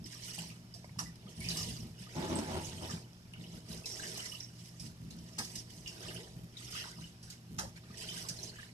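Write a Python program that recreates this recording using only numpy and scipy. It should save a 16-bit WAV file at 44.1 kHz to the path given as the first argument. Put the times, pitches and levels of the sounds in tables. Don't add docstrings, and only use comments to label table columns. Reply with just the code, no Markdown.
import sys
import numpy as np
from scipy import signal
from scipy.fft import rfft, irfft, next_fast_len
from scipy.io import wavfile
from scipy.ndimage import uniform_filter1d

SR = 44100
rng = np.random.default_rng(int(sys.argv[2]) if len(sys.argv) > 2 else 0)


def wav_out(sig):
    wavfile.write(sys.argv[1], SR, np.round(np.clip(np.atleast_2d(sig).T, -1, 1) * 32767).astype(np.int16))


N = 384993
TIME_S = np.arange(N) / SR
ENVELOPE_TIME_S = TIME_S[::64]


def amp(db):
    return 10 ** (np.asarray(db) / 20)


def unit(x):
    return x / np.sqrt(np.mean(x ** 2) + 1e-20)


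def crest(x, size=130):
    return x / np.sqrt(uniform_filter1d((x ** 2).mean(0), size).max())


def read(points, hz):
    f, value = np.transpose(points)
    return np.interp(np.log(hz + 1), np.log(f + 1), value)


def colour(x, points):
    size = next_fast_len(x.shape[-1])
    gain = amp(read(points, np.fft.rfftfreq(size, 1 / SR)))
    return irfft(rfft(x, size) * gain, size)[..., :x.shape[-1]]


def steady(x, size=4000):
    power = uniform_filter1d(uniform_filter1d((x ** 2).mean(0), size), size)
    return x / np.sqrt(abs(power) + 1e-4 * power.mean())


def add(mix, s, sound):
    part = mix[:, max(round(s * SR), 0):][:, :sound.shape[1]]
    part += sound[:, :part.shape[1]]


def pops(per_s, spread_db):
    size = amp(spread_db * np.minimum(rng.exponential(1, N), 4))
    return size * rng.choice([-1, 1], N) * (rng.random(N) < per_s / SR)


def knocks(per_s, spread_db):
    return np.array([pops(per_s, spread_db), pops(per_s, spread_db)])


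def lumps(per_s, db):
    return amp(db * np.interp(TIME_S * per_s, np.arange(2000), rng.standard_normal(2000)))


def mottle(x, depth_db):
    spectra = signal.stft(x, nperseg=512)[2]
    patches = rng.standard_normal(spectra.shape[:0:-1]).T
    for width, axis in [(7, 0), (3, 0), (3, 1)]:
        patches = uniform_filter1d(patches, width, axis)
    gain = unit(amp(depth_db * np.clip(unit(patches), -2, 2)))
    return signal.istft(spectra * gain, nperseg=512)[1][:, :N]


def rushes(rows, column, attack_s, release_s):
    power = 0
    for row in rows:
        age_s, length_s = ENVELOPE_TIME_S - row[0], row[1]
        shape = np.clip(age_s / attack_s, 0, 1) * np.exp(-np.maximum(age_s - length_s, 0) / release_s)
        power = power + (amp(row[column]) * shape) ** 2
    return np.interp(TIME_S, ENVELOPE_TIME_S, np.sqrt(power))


def ringing(pushes, modes):
    t = np.arange(SR // 3) / SR
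    ring = sum(amp(db) * width_hz * np.exp(-np.pi * width_hz * t) * np.sin(2 * np.pi * hz * t)
               for hz, width_hz, db in modes)
    return signal.oaconvolve(pushes, ring[None], axes=1)[:, :N]


def hood(x, early_s=.007, t60_s=.36, tail_db=-11):
    t = np.arange(SR // 5) / SR
    shape = np.exp(-t / early_s) + amp(tail_db) * np.exp(-np.log(1000) * t / t60_s)
    return signal.oaconvolve(x[None], shape * rng.standard_normal((2, len(t))), axes=1)[:, :N]


def bubble(hz, cycles, rise):
    age = np.arange(0, 5, hz / cycles / SR)
    envelope = np.exp(-age) * (1 - np.exp(-age * cycles))
    return envelope * np.sin(2 * np.pi * cycles * (age + rise * age ** 2 / 2))


def shedding_bubble(hz, cycles, rise, shed_db, within_s, spread_octaves, count):
    out = np.zeros((1, SR // 8))
    add(out, 0, bubble(hz, cycles, rise)[None])
    for when, pitch in rng.random((count, 2)):
        shed_hz = hz * 2 ** (spread_octaves * (2 * pitch - 1))
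        add(out, within_s * when, amp(shed_db) * bubble(shed_hz, cycles / 2, rise)[None])
    return out[0]


# frequency in Hz, gain in dB.
ROOM_SPECTRUM = [(15, -27), (25, -12), (48, 0.5), (126, -34), (182, -6), (264, -24), (539, -15),
                 (1870, -22.5), (3830, -24), (5260, -24.5), (12900, -30), (14000, -38)]

def room(db=-65):
    return amp(db) * unit(colour(rng.standard_normal((2, N)), ROOM_SPECTRUM))


# frequency in Hz, rms level in dB.
MAINS_HARMONICS = [(60, -101), (120, -57.5), (180, -80.5), (240, -75.5), (300, -73.5), (360, -75),
                   (420, -101)]

def pump():
    hum = sum(np.sqrt(2) * amp(db) * np.sin(2 * np.pi * (hz * TIME_S + rng.random()))
              for hz, db in MAINS_HARMONICS)
    burble = colour(pops(200, 3.2), [(40, -45), (70, 1.5), (100, 6.5), (135, -11), (170, 9.5),
                                     (260, -9.5), (450, -40), (900, -38)])
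    return hum * lumps(per_s=7.2, db=1.5) + amp(-60) * unit(burble)


# crest time, rise and fall in seconds, then relative spray, bubbling and churn levels in dB.
WEIR_WAVES = [(0.14, 0.053, 0.075, -55.5, -58, -72), (0.29, 0.13, 0.07, -53, -51, -64),
              (0.399, 0.037, 0.14, -52.5, -54.5, -64.5), (1.31, 0.11, 0.021, -70.5, -59, -62),
              (1.57, 0.16, 0.22, -47, -49.5, -55), (2.03, 0.052, 0.055, -59, -52.5, -69),
              (2.25, 0.16, 0.37, -54.5, -48, -55.5), (2.62, 0.29, 0.25, -54.5, -51, -59),
              (2.899, 0.12, 0.092, -53.5, -46.5, -56), (3.41, 0.055, 0.11, -69, -54.5, -64.5),
              (3.57, 0.12, 0.056, -60, -59, -62), (3.73, 0.059, 0.097, -53.5, -55.5, -57),
              (3.88, 0.044, 0.22, -55, -84, -58), (4.06, 0.17, 0.21, -52, -52.5, -57),
              (4.24, 0.28, 0.21, -51.5, -57, -78), (4.6, 0.058, 0.27, -61, -69, -83),
              (4.86, 0.051, 0.045, -60.5, -62, -66), (5.31, 0.24, 0.3, -64, -64, -67),
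              (5.58, 0.16, 0.053, -55, -86, -63), (5.75, 0.1, 0.52, -61, -81, -66),
              (6.08, 0.15, 0.2, -54, -49.5, -54), (6.792, 0.18, 0.16, -53, -47.5, -62),
              (7.02, 0.056, 0.12, -60.5, -57.5, -81), (7.32, 0.057, 0.046, -61, -57, -83),
              (7.77, 0.015, 0.027, -60.5, -54.5, -77), (8.04, 0.17, 0.4, -62, -51.5, -59.5),
              (8.18, 0.17, 0.11, -49, -68, -71), (8.46, 0.18, 0.061, -54.5, -79, -57.5),
              (8.62, 0.13, 0.093, -60.5, -53.5, -87)]

def waves(column, lull_db, linger=1):
    power = amp(lull_db) ** 2
    for row in WEIR_WAVES:
        crest_s, rise_s, fall_s = row[:3]
        early = np.maximum(crest_s - ENVELOPE_TIME_S, 0) / rise_s
        late = np.maximum(ENVELOPE_TIME_S - crest_s, 0) / (fall_s * linger)
        power = power + amp(row[column] - 10 * (early ** 1.61 + late ** 1.64)) ** 2
    return np.interp(TIME_S, ENVELOPE_TIME_S, np.sqrt(power))


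def churn_envelope():
    return waves(column=5, lull_db=-73.5, linger=1.33)


# frequency in Hz, bandwidth in Hz, gain in dB.
HOOD_AIR_MODES = [(328.4, 5.4, 9.5), (375, 15.5, 3.5), (444, 7.3, 9), (485, 24, 5.5), (602.6, 6.6, 4.5),
                  (641.5, 20.6, 8), (763, 31, 1), (855, 13, -0.5)]

def hood_air():
    air = ringing(knocks(per_s=300, spread_db=2), HOOD_AIR_MODES)
    return amp(-2) * steady(air) * churn_envelope()


# frequency in Hz, gain in dB.
SLOSH_SPECTRUM = [(15, -64), (25, -45), (69, -19), (92, -48), (113, 4.5), (139, -31.5), (166, 8.5),
                  (199, -14.5), (227, -4), (270, -18.5), (299, -15.5), (400, -25.5), (520, -34),
                  (880, -120)]
# frequency in Hz, gain in dB.
CHURN_SPECTRUM = [(180, -7), (300, 9.5), (330, -8), (355, 12.5), (387, 6), (449, 10), (532, -2.5), (642, 6),
                  (706, 1.5), (846, -5), (995, 2.5), (1300, -34), (1500, -37), (1950, -19), (3300, -120)]
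# start and length in seconds, then relative slosh and rumble levels in dB.
WATER_SLUGS = [(0.0, 0.057, -45.5, -56.5), (0.37, 0.15, -49, -72), (0.97, 0.11, -42.5, -52.5),
               (1.37, 0.48, -45, -48.5), (1.81, .1, -52, -53), (3.37, 0.042, -46, -56),
               (3.52, 0.06, -48.5, -53), (3.69, 0.083, -45, -49), (4.04, 0.13, -50, -63),
               (4.8, 0.099, -47, -50.5), (5.0, 0.24, -46, -56), (5.37, 0.054, -47.5, -53),
               (5.53, 0.055, -48, -53), (5.85, 0.049, -56.5, -51.5), (6.03, 0.17, -51, -57),
               (6.35, 0.1, -50.5, -51), (6.62, 0.16, -54.5, -57), (6.97, 0.075, -47.5, -57),
               (7.49, 0.19, -46.5, -51), (8.1, 0.3, -53.5, -66)]

def drain():
    slosh = colour(colour(knocks(300, 2.9), SLOSH_SPECTRUM), [(70, -14), (130, 15)])
    churn = colour(hood(pops(200, 2), t60_s=.34), CHURN_SPECTRUM)
    rumble = colour(knocks(150, 2.4),
                    [(15, -46), (26, -16), (42, -11), (65, 6.5), (92, 1), (125, 6.5), (250, -32.5)])
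    return (amp(-2) * steady(slosh, size=2000) * slugs(column=2, lull_db=-58)
            + amp(-3.5) * steady(churn) * churn_envelope()
            + amp(-1) * steady(rumble) * slugs(column=3, lull_db=-64.5))


def slugs(column, lull_db):
    return np.hypot(amp(lull_db), rushes(WATER_SLUGS, column, attack_s=.014, release_s=.027))


# start in seconds, relative level in dB, pitch in Hz.
AIR_GULPS = [(0.908, -25, 119), (0.971, -21.5, 163), (1.255, -26.5, 184), (1.525, -29, 165),
             (2.005, -26.5, 176), (2.189, -18, 183), (2.402, -21, 238), (2.671, -28, 125),
             (2.727, -25.5, 174), (2.936, -16.5, 160.5), (4.813, -30, 166), (4.865, -24.5, 157),
             (5.079, -20, 163), (5.776, -27, 162), (6.995, -27, 164), (7.514, -33, 223), (7.637, -36, 181),
             (7.901, -27.5, 189), (8.306, -25, 160)]

def gulps(decay_s=.0089):
    out = np.zeros((2, N))
    for start_s, db, hz in AIR_GULPS:
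        add(out, start_s, amp(db - 6) * bubble(hz, hz * decay_s, rise=.022)[None])
    return out


# frequency in Hz, bandwidth in Hz, gain in dB.
DRAIN_BOX_MODES = [(90.6, 12, 10), (165.7, 17, 13), (216, 20, 7), (255.6, 14, 4), (296, 8.7, -2.5),
                   (332.8, 8.7, 4), (369, 25, 5.5), (524, 57, -2), (582, 13, 1), (639, 37, 2),
                   (762, 19, -0.5), (854, 24, 4), (942, 4.7, 5), (1260, 190, -21)]
# start and length in seconds, then relative dB of the low, middle, upper and deepest modes.
GURGLE_GLUGS = [(2.145, 0.11, -44.5, -44.5, -40.5, -47.5), (2.28, 0.12, -44.5, -37.5, -41, -47),
                (2.46, 0.061, -43, -49.5, -41, -45), (2.525, 0.046, -42, -46, -39, -40),
                (2.6, 0.22, -52.5, -62, -59, -48.5), (2.8, 0.058, -58, -54, -46.5, -50),
                (2.88, 0.08, -49.5, -68, -57.5, -55)]

def gurgle():
    out, pushes = np.zeros((2, N)), knocks(per_s=400, spread_db=1.5)
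    groups = [(1, DRAIN_BOX_MODES[1:3]), (1, DRAIN_BOX_MODES[3:6]),
              (-1, DRAIN_BOX_MODES[6:]), (0, DRAIN_BOX_MODES[:1])]
    for column, (gain_db, modes) in enumerate(groups, start=2):
        air = colour(ringing(pushes, modes), [(25, -41), (75, -15.5), (1500, -4.5), (4000, 9)])
        envelope = rushes(GURGLE_GLUGS, column, attack_s=.03, release_s=.046)
        out += amp(gain_db) * steady(air, size=2500) * envelope
    return out


def trickle(per_s=190, spread_db=3.5, lip_hz=2930, lip_share=.05):
    places = np.zeros((4, 1, N))
    for k, (when, kind, pitch, size) in enumerate(rng.random((int(per_s * N / SR), 4))):
        if kind < lip_share:
            ring = bubble(lip_hz * (.94 + .1 * pitch), cycles=11, rise=.037)
        else:
            ring = bubble(1100 + 3400 * pitch, cycles=4.5, rise=.037)
        add(places[k % 4], when * N / SR, amp(-spread_db * np.log(size + .19)) * ring[None])
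    bubbling = steady(sum(hood(place[0]) for place in places))
    return amp(-7.5) * bubbling * waves(column=4, lull_db=-68)


# start in seconds, length in seconds, relative level in dB, pitch in Hz.
BUBBLE_SWARMS = [(0.263, .16, -65, 2940), (1.435, .08, -48.5, 2720), (1.575, .05, -58, 2790),
                 (1.675, .025, -54, 2920), (2.165, .1, -67, 2570), (3.861, .1, -51.5, 5660),
                 (4.029, .07, -51, 5270), (4.158, .1, -57, 5150), (4.204, .06, -55, 2000),
                 (6.733, .08, -47.5, 2910), (6.742, .07, -56, 1900), (8.002, .045, -52, 2870),
                 (8.108, .1, -56.5, 2940)]

def swarms(spread_octaves=.16, count=40, attack_s=.0042, release_s=.013):
    out = np.zeros((2, N))
    for start_s, length_s, db, hz in BUBBLE_SWARMS:
        rings = np.zeros((1, SR // 3))
        for when, pitch, size in rng.random((count, 3)):
            age_s = when * (length_s + release_s)
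            shape = min(age_s / attack_s, 1) * np.exp(-max(age_s - length_s, 0) / release_s)
            ring = bubble(hz * 2 ** (spread_octaves * (2 * pitch - 1)), cycles=12, rise=.015)
            add(rings, age_s, shape * amp(-3 * np.log(size + .1)) * ring[None])
        swarm = hood(rings[0], early_s=.004, t60_s=.24, tail_db=-15)
        swarm_rms = np.sqrt((swarm ** 2).mean(0).sum() / (length_s * SR))
        add(out, start_s, amp(db - 3) * swarm / swarm_rms)
    return out


# time in seconds, relative level in dB, nominal pitch in Hz, break-up time in seconds.
FAT_BUBBLES = [(0.381, -49, 840, 0.062), (0.757, -53, 650, 0.0067), (0.845, -48, 684, 0.0028),
               (0.893, -56, 850, 0.0032), (0.961, -56, 900, 0.0054), (0.991, -39.5, 1275, 0.023),
               (2.831, -43, 664, 0.015), (4.077, -45, 455, 0.026), (5.413, -53, 520, 0.019),
               (6.198, -48.5, 476, .02), (6.842, -47, 1520, 0.008), (6.856, -45, 960, 0.0076),
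               (6.872, -46, 1064, .018), (6.987, -48.5, 1010, 0.0067), (7.635, -41, 674, .016),
               (7.656, -42.5, 885, 0.0032), (8.25, -45.5, 1100, 0.019)]

def bloops():
    out = np.zeros((2, N))
    for time_s, db, hz, break_s in FAT_BUBBLES:
        cycles = np.clip(hz * break_s / 2, 1.5, 5)
        ring = shedding_bubble(hz * .92, cycles, rise=.05, shed_db=-5,
                               within_s=break_s, spread_octaves=.4, count=4)
        bloop = hood(ring, early_s=.003, t60_s=.25, tail_db=-20)
        add(out, time_s - .002, amp(db - 6) * crest(bloop))
    return out


# time in seconds, relative level in dB, pitch in Hz, shedding time in seconds.
PLINKING_BUBBLES = [(0.043, -45, 5280, 0.026), (0.13, -52, 1690, .02), (0.501, -52, 2600, .025),
                    (0.74, -44.5, 4900, 0.032), (0.9915, -33.5, 5380, 0.024), (1.058, -49, 1950, 0.041),
                    (1.28, -55, 3160, .045), (1.408, -45, 2200, 0.042), (1.487, -30.5, 4850, 0.011),
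                    (1.503, -35, 3910, 0.048), (2.356, -34.5, 8170, 0.037), (3.337, -50.5, 2900, 0.013),
                    (3.338, -56, 2230, 0.013), (3.53, -60, 2920, 0.028), (3.841, -48, 2630, 0.011),
                    (3.859, -38, 5100, .012), (3.916, -37, 5500, .02), (4.034, -41.5, 1710, 0.022),
                    (4.1935, -40.5, 2970, .012), (4.197, -50, 1324, 0.014), (4.256, -47, 2000, 0.014),
                    (4.319, -41.5, 2890, .011), (4.348, -42, 2860, 0.022), (4.403, -38, 5550, 0.042),
                    (5.1095, -51, 4000, .03), (5.333, -52, 5300, 0.021), (5.385, -44, 1570, .015),
                    (5.587, -41, 5500, 0.013), (5.861, -41, 2846, 0.038), (6.084, -43, 2880, 0.015),
                    (6.163, -42, 2930, 0.018), (6.569, -42, 3680, 0.023), (6.821, -41, 2950, 0.0091),
                    (7.04, -45.5, 2880, 0.011), (8.0875, -39, 3086, 0.029), (8.171, -46.5, 1600, 0.018),
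                    (8.289, -38, 6050, 0.0097), (8.369, -51, 4760, 0.015), (8.387, -42, 4180, 0.015),
                    (8.431, -39, 5940, 0.024), (8.476, -47, 4940, 0.0099), (8.492, -45, 4250, 0.011),
                    (8.5853, -46, 1706, .015)]

def plinks():
    out = np.zeros((2, N))
    for time_s, db, hz, shed_s in PLINKING_BUBBLES:
        ring = shedding_bubble(hz, cycles=14, rise=.015, shed_db=-8,
                               within_s=shed_s, spread_octaves=.11, count=7)
        plink = hood(ring, early_s=.004, t60_s=.24, tail_db=-13)
        add(out, time_s - .001, amp(db - 6) * crest(plink))
    return out


# frequency in Hz, gain in dB.
SPRAY_SPECTRUM = [(530, -29), (900, -17.5), (987, -0.5), (1330, -40), (1710, -3.5), (2060, -6.5),
                  (2650, -5.5), (2940, -1.5), (3410, -7.5), (3900, -6.5), (4390, -4.5), (5210, 1),
                  (7190, -8.5), (8450, -6), (12800, -12.5), (14000, -15.5)]
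# start in seconds, length in seconds, relative level in dB.
SPRAY_SPURTS = [(0.056, 0.012, -54), (0.11, 0.019, -58.5), (0.234, 0.073, -52.5), (0.333, 0.031, -49.5),
                (0.372, 0.021, -51), (1.29, 0.012, -61), (1.402, 0.023, -53), (1.987, 0.018, -63),
                (2.16, 0.055, -58), (2.644, 0.035, -52), (3.41, 0.03, -65), (3.686, 0.032, -55.5),
                (4.655, 0.0069, -60.5), (5.506, 0.011, -55.5), (5.699, 0.0069, -56), (6.572, 0.084, -56.5),
                (6.707, 0.1, -52), (7.971, 0.026, -54), (8.006, 0.016, -50.5), (8.19, 0.013, -57)]

def spray(lull_db=-77):
    clumps = lumps(per_s=45, db=2)
    droplets = sum(hood(pops(150, 4.6) * clumps, early_s=.002, tail_db=-19) for _ in range(3))
    droplets += amp(-4) * hood(pops(5000, 2), early_s=.004, tail_db=-14)
    bubbles = np.zeros((2, N))
    for hz in np.geomspace(3500, 9500, 11):
        births = pops(90, 3.8) * lumps(per_s=28, db=3.5)
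        ring = hood(bubble(hz, cycles=4.5, rise=.03), early_s=.005, tail_db=-14)
        bubbles += unit(signal.oaconvolve(births[None], ring, axes=1)[:, :N])
    fizz = amp(-1) * steady(colour(droplets, SPRAY_SPECTRUM))
    fizz += amp(-3) * steady(colour(bubbles, SPRAY_SPECTRUM))
    fizz = mottle(fizz, depth_db=3.3)
    hiss = unit(colour(mottle(rng.standard_normal((2, N)), depth_db=2), SPRAY_SPECTRUM))
    hiss = amp(4) * colour(hiss, [(3000, .5), (5500, 4), (8000, -10), (13000, -2)])
    spurts = rushes(SPRAY_SPURTS, column=2, attack_s=.0025, release_s=.022)
    flow = np.hypot(waves(column=3, lull_db=lull_db), spurts)
    calm = amp(lull_db) / flow
    return flow * ((1 - calm) * fizz + calm * hiss)


# time in seconds, relative level in dB, pitch in Hz.
FALLING_DROPS = [(0.389, -38.5, 2850), (0.502, -48.5, 2550), (0.844, -53, 2140), (0.894, -56, 2120),
                 (1.158, -54, 5070), (3.1328, -58, 5130), (3.337, -47, 2700), (3.38, -62, 2250),
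                 (3.44, -53, 2900), (3.5685, -65, 6000), (3.997, -41.5, 1600), (4.321, -47.5, 2870),
                 (5.189, -52, 5440), (6.165, -54, 2940), (8.287, -40, 7360), (8.5597, -50, 1710),
                 (8.6302, -44.5, 1720)]

def drips(tick_s=.0003):
    out, t = np.zeros((2, N)), np.arange(SR // 100) / SR
    for time_s, db, hz in FALLING_DROPS:
        drop = amp(-4) * colour(rng.standard_normal((1, len(t))) * np.exp(-t / tick_s), SPRAY_SPECTRUM)
        add(drop, .001, bubble(hz, cycles=4, rise=.03)[None] / 2)
        drip = hood(drop[0], early_s=.003, t60_s=.22, tail_db=-19)
        add(out, time_s - .002, amp(db - 5) * crest(drip))
    return out


# frequency in Hz, gain in dB.
SLAP_SPECTRUM = [(170, -20), (300, 0), (450, 1.5), (650, -1), (900, 3), (1060, -1), (1250, 4), (1470, -4),
                 (1750, 4), (2100, -9), (2500, -24), (3400, -36), (5700, -80)]
# time in seconds, relative overall, slap and spatter levels in dB, spatter decay in seconds.
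CREST_SPLASHES = [(0.7418, -45, -20.5, 5, 0.036), (0.846, -52, -17.5, -1, .05),
                  (0.9912, -30.5, -12, -2.5, 0.044), (1.488, -33.5, -22, 4, 0.04),
                  (1.571, -28.5, -35, -3, 0.054), (2.387, -36.5, -27.5, -8, 0.057),
                  (2.908, -36.5, -34, -4, 0.07), (3.858, -33.5, -42, -3, 0.051),
                  (4.172, -36.5, -16.5, -10, .02), (4.257, -36.5, -21, -15, .02),
                  (4.798, -38.5, -30, 0.5, 0.056), (5.1065, -45, -21.5, -6, 0.031),
                  (5.386, -26, -14, -2, 0.047), (5.448, -38, -27, -1, .02),
                  (5.556, -31.5, -46, -5.5, 0.031), (5.875, -33.5, -32, -4, 0.038),
                  (6.911, -45.5, -26, -11, .02), (7.2297, -46, -20.5, 2, .04), (7.3017, -39, -40, -2, 0.03),
                  (7.588, -26.5, -10, -6, 0.045), (8.289, -31, -25.5, -5, 0.03),
                  (8.435, -37, -30, -7, 0.041)]

def splashes(light_s=.0065, heavy_s=.013, slap_s=.012):
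    out, t = np.zeros((2, N)), np.arange(SR // 8) / SR
    trapped_bubble_spectrum = [(2500, -7), (4300, 2.5), (5600, 3.5), (7500, 3), (12000, -1.5)]
    for time_s, db, slap_db, spatter_db, spatter_s in CREST_SPLASHES:
        burst_s = np.interp(slap_db, [-30, -15], [light_s, heavy_s])
        landing, spatter, slap = rng.standard_normal((3, len(t)))
        landing *= (t / burst_s) ** 2 * np.exp(3 - 3 * t / burst_s)
        spatter_envelope = np.exp(-t / spatter_s) * np.minimum(t / burst_s, 1)
        spatter = amp(spatter_db) * unit(spatter * abs(spatter)) * spatter_envelope
        volley = hood(landing + spatter, early_s=.002, t60_s=.22, tail_db=-16)
        volley = colour(colour(volley, SPRAY_SPECTRUM), trapped_bubble_spectrum)
        slap = hood(slap * t * np.exp(-t / slap_s), early_s=.001, t60_s=.25, tail_db=-20)
        slap = colour(slap, SLAP_SPECTRUM)
        splash = amp(-10) * crest(volley) + amp(slap_db - 5) * crest(slap)
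        add(out, time_s - burst_s / 2, amp(db) * splash)
    return mottle(out, depth_db=1.6)


# frequency in Hz, left-right likeness (clipped to 1 in use).
STEREO_LIKENESS = [(30, 0.3), (60, 0.8), (130, 1.55), (290, 0.7), (630, 0.78), (1370, 0.6), (3000, -0.05),
                   (6500, -0.21)]
# frequency in Hz, left minus right in dB.
STEREO_BALANCE = [(30, 9), (60, 7), (110, -3), (200, 1), (330, -0.5), (680, 0), (1250, 0), (2300, -2),
                  (4220, -1), (7750, -8.5), (14200, -1)]

def spaced(x, left_lag_s=.00023):
    size = next_fast_len(N)
    hz = np.fft.rfftfreq(size, 1 / SR)
    shared, separate = rfft(x, size)
    likeness = np.clip(read(STEREO_LIKENESS, hz), -1, 1)
    lean = amp(read(STEREO_BALANCE, hz) / 2)
    left = shared * lean * np.exp(-2j * np.pi * hz * left_lag_s)
    right = (likeness * shared + np.sqrt(1 - likeness ** 2) * separate) / lean
    return irfft(np.array([left, right]), size)[:, :N]


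def scene():
    water = amp(3.5) * (spray() + trickle() + swarms() + splashes() + plinks() + drips() + bloops())
    return spaced(water + drain() + gurgle() + room() + hood_air()) + gulps() + pump()


def record(dry):
    taps = signal.firwin(401, 14100, window=("kaiser", 8), fs=SR)
    return signal.oaconvolve(dry, taps[None], "same")


dry = scene()
out = record(dry)
wav_out(out)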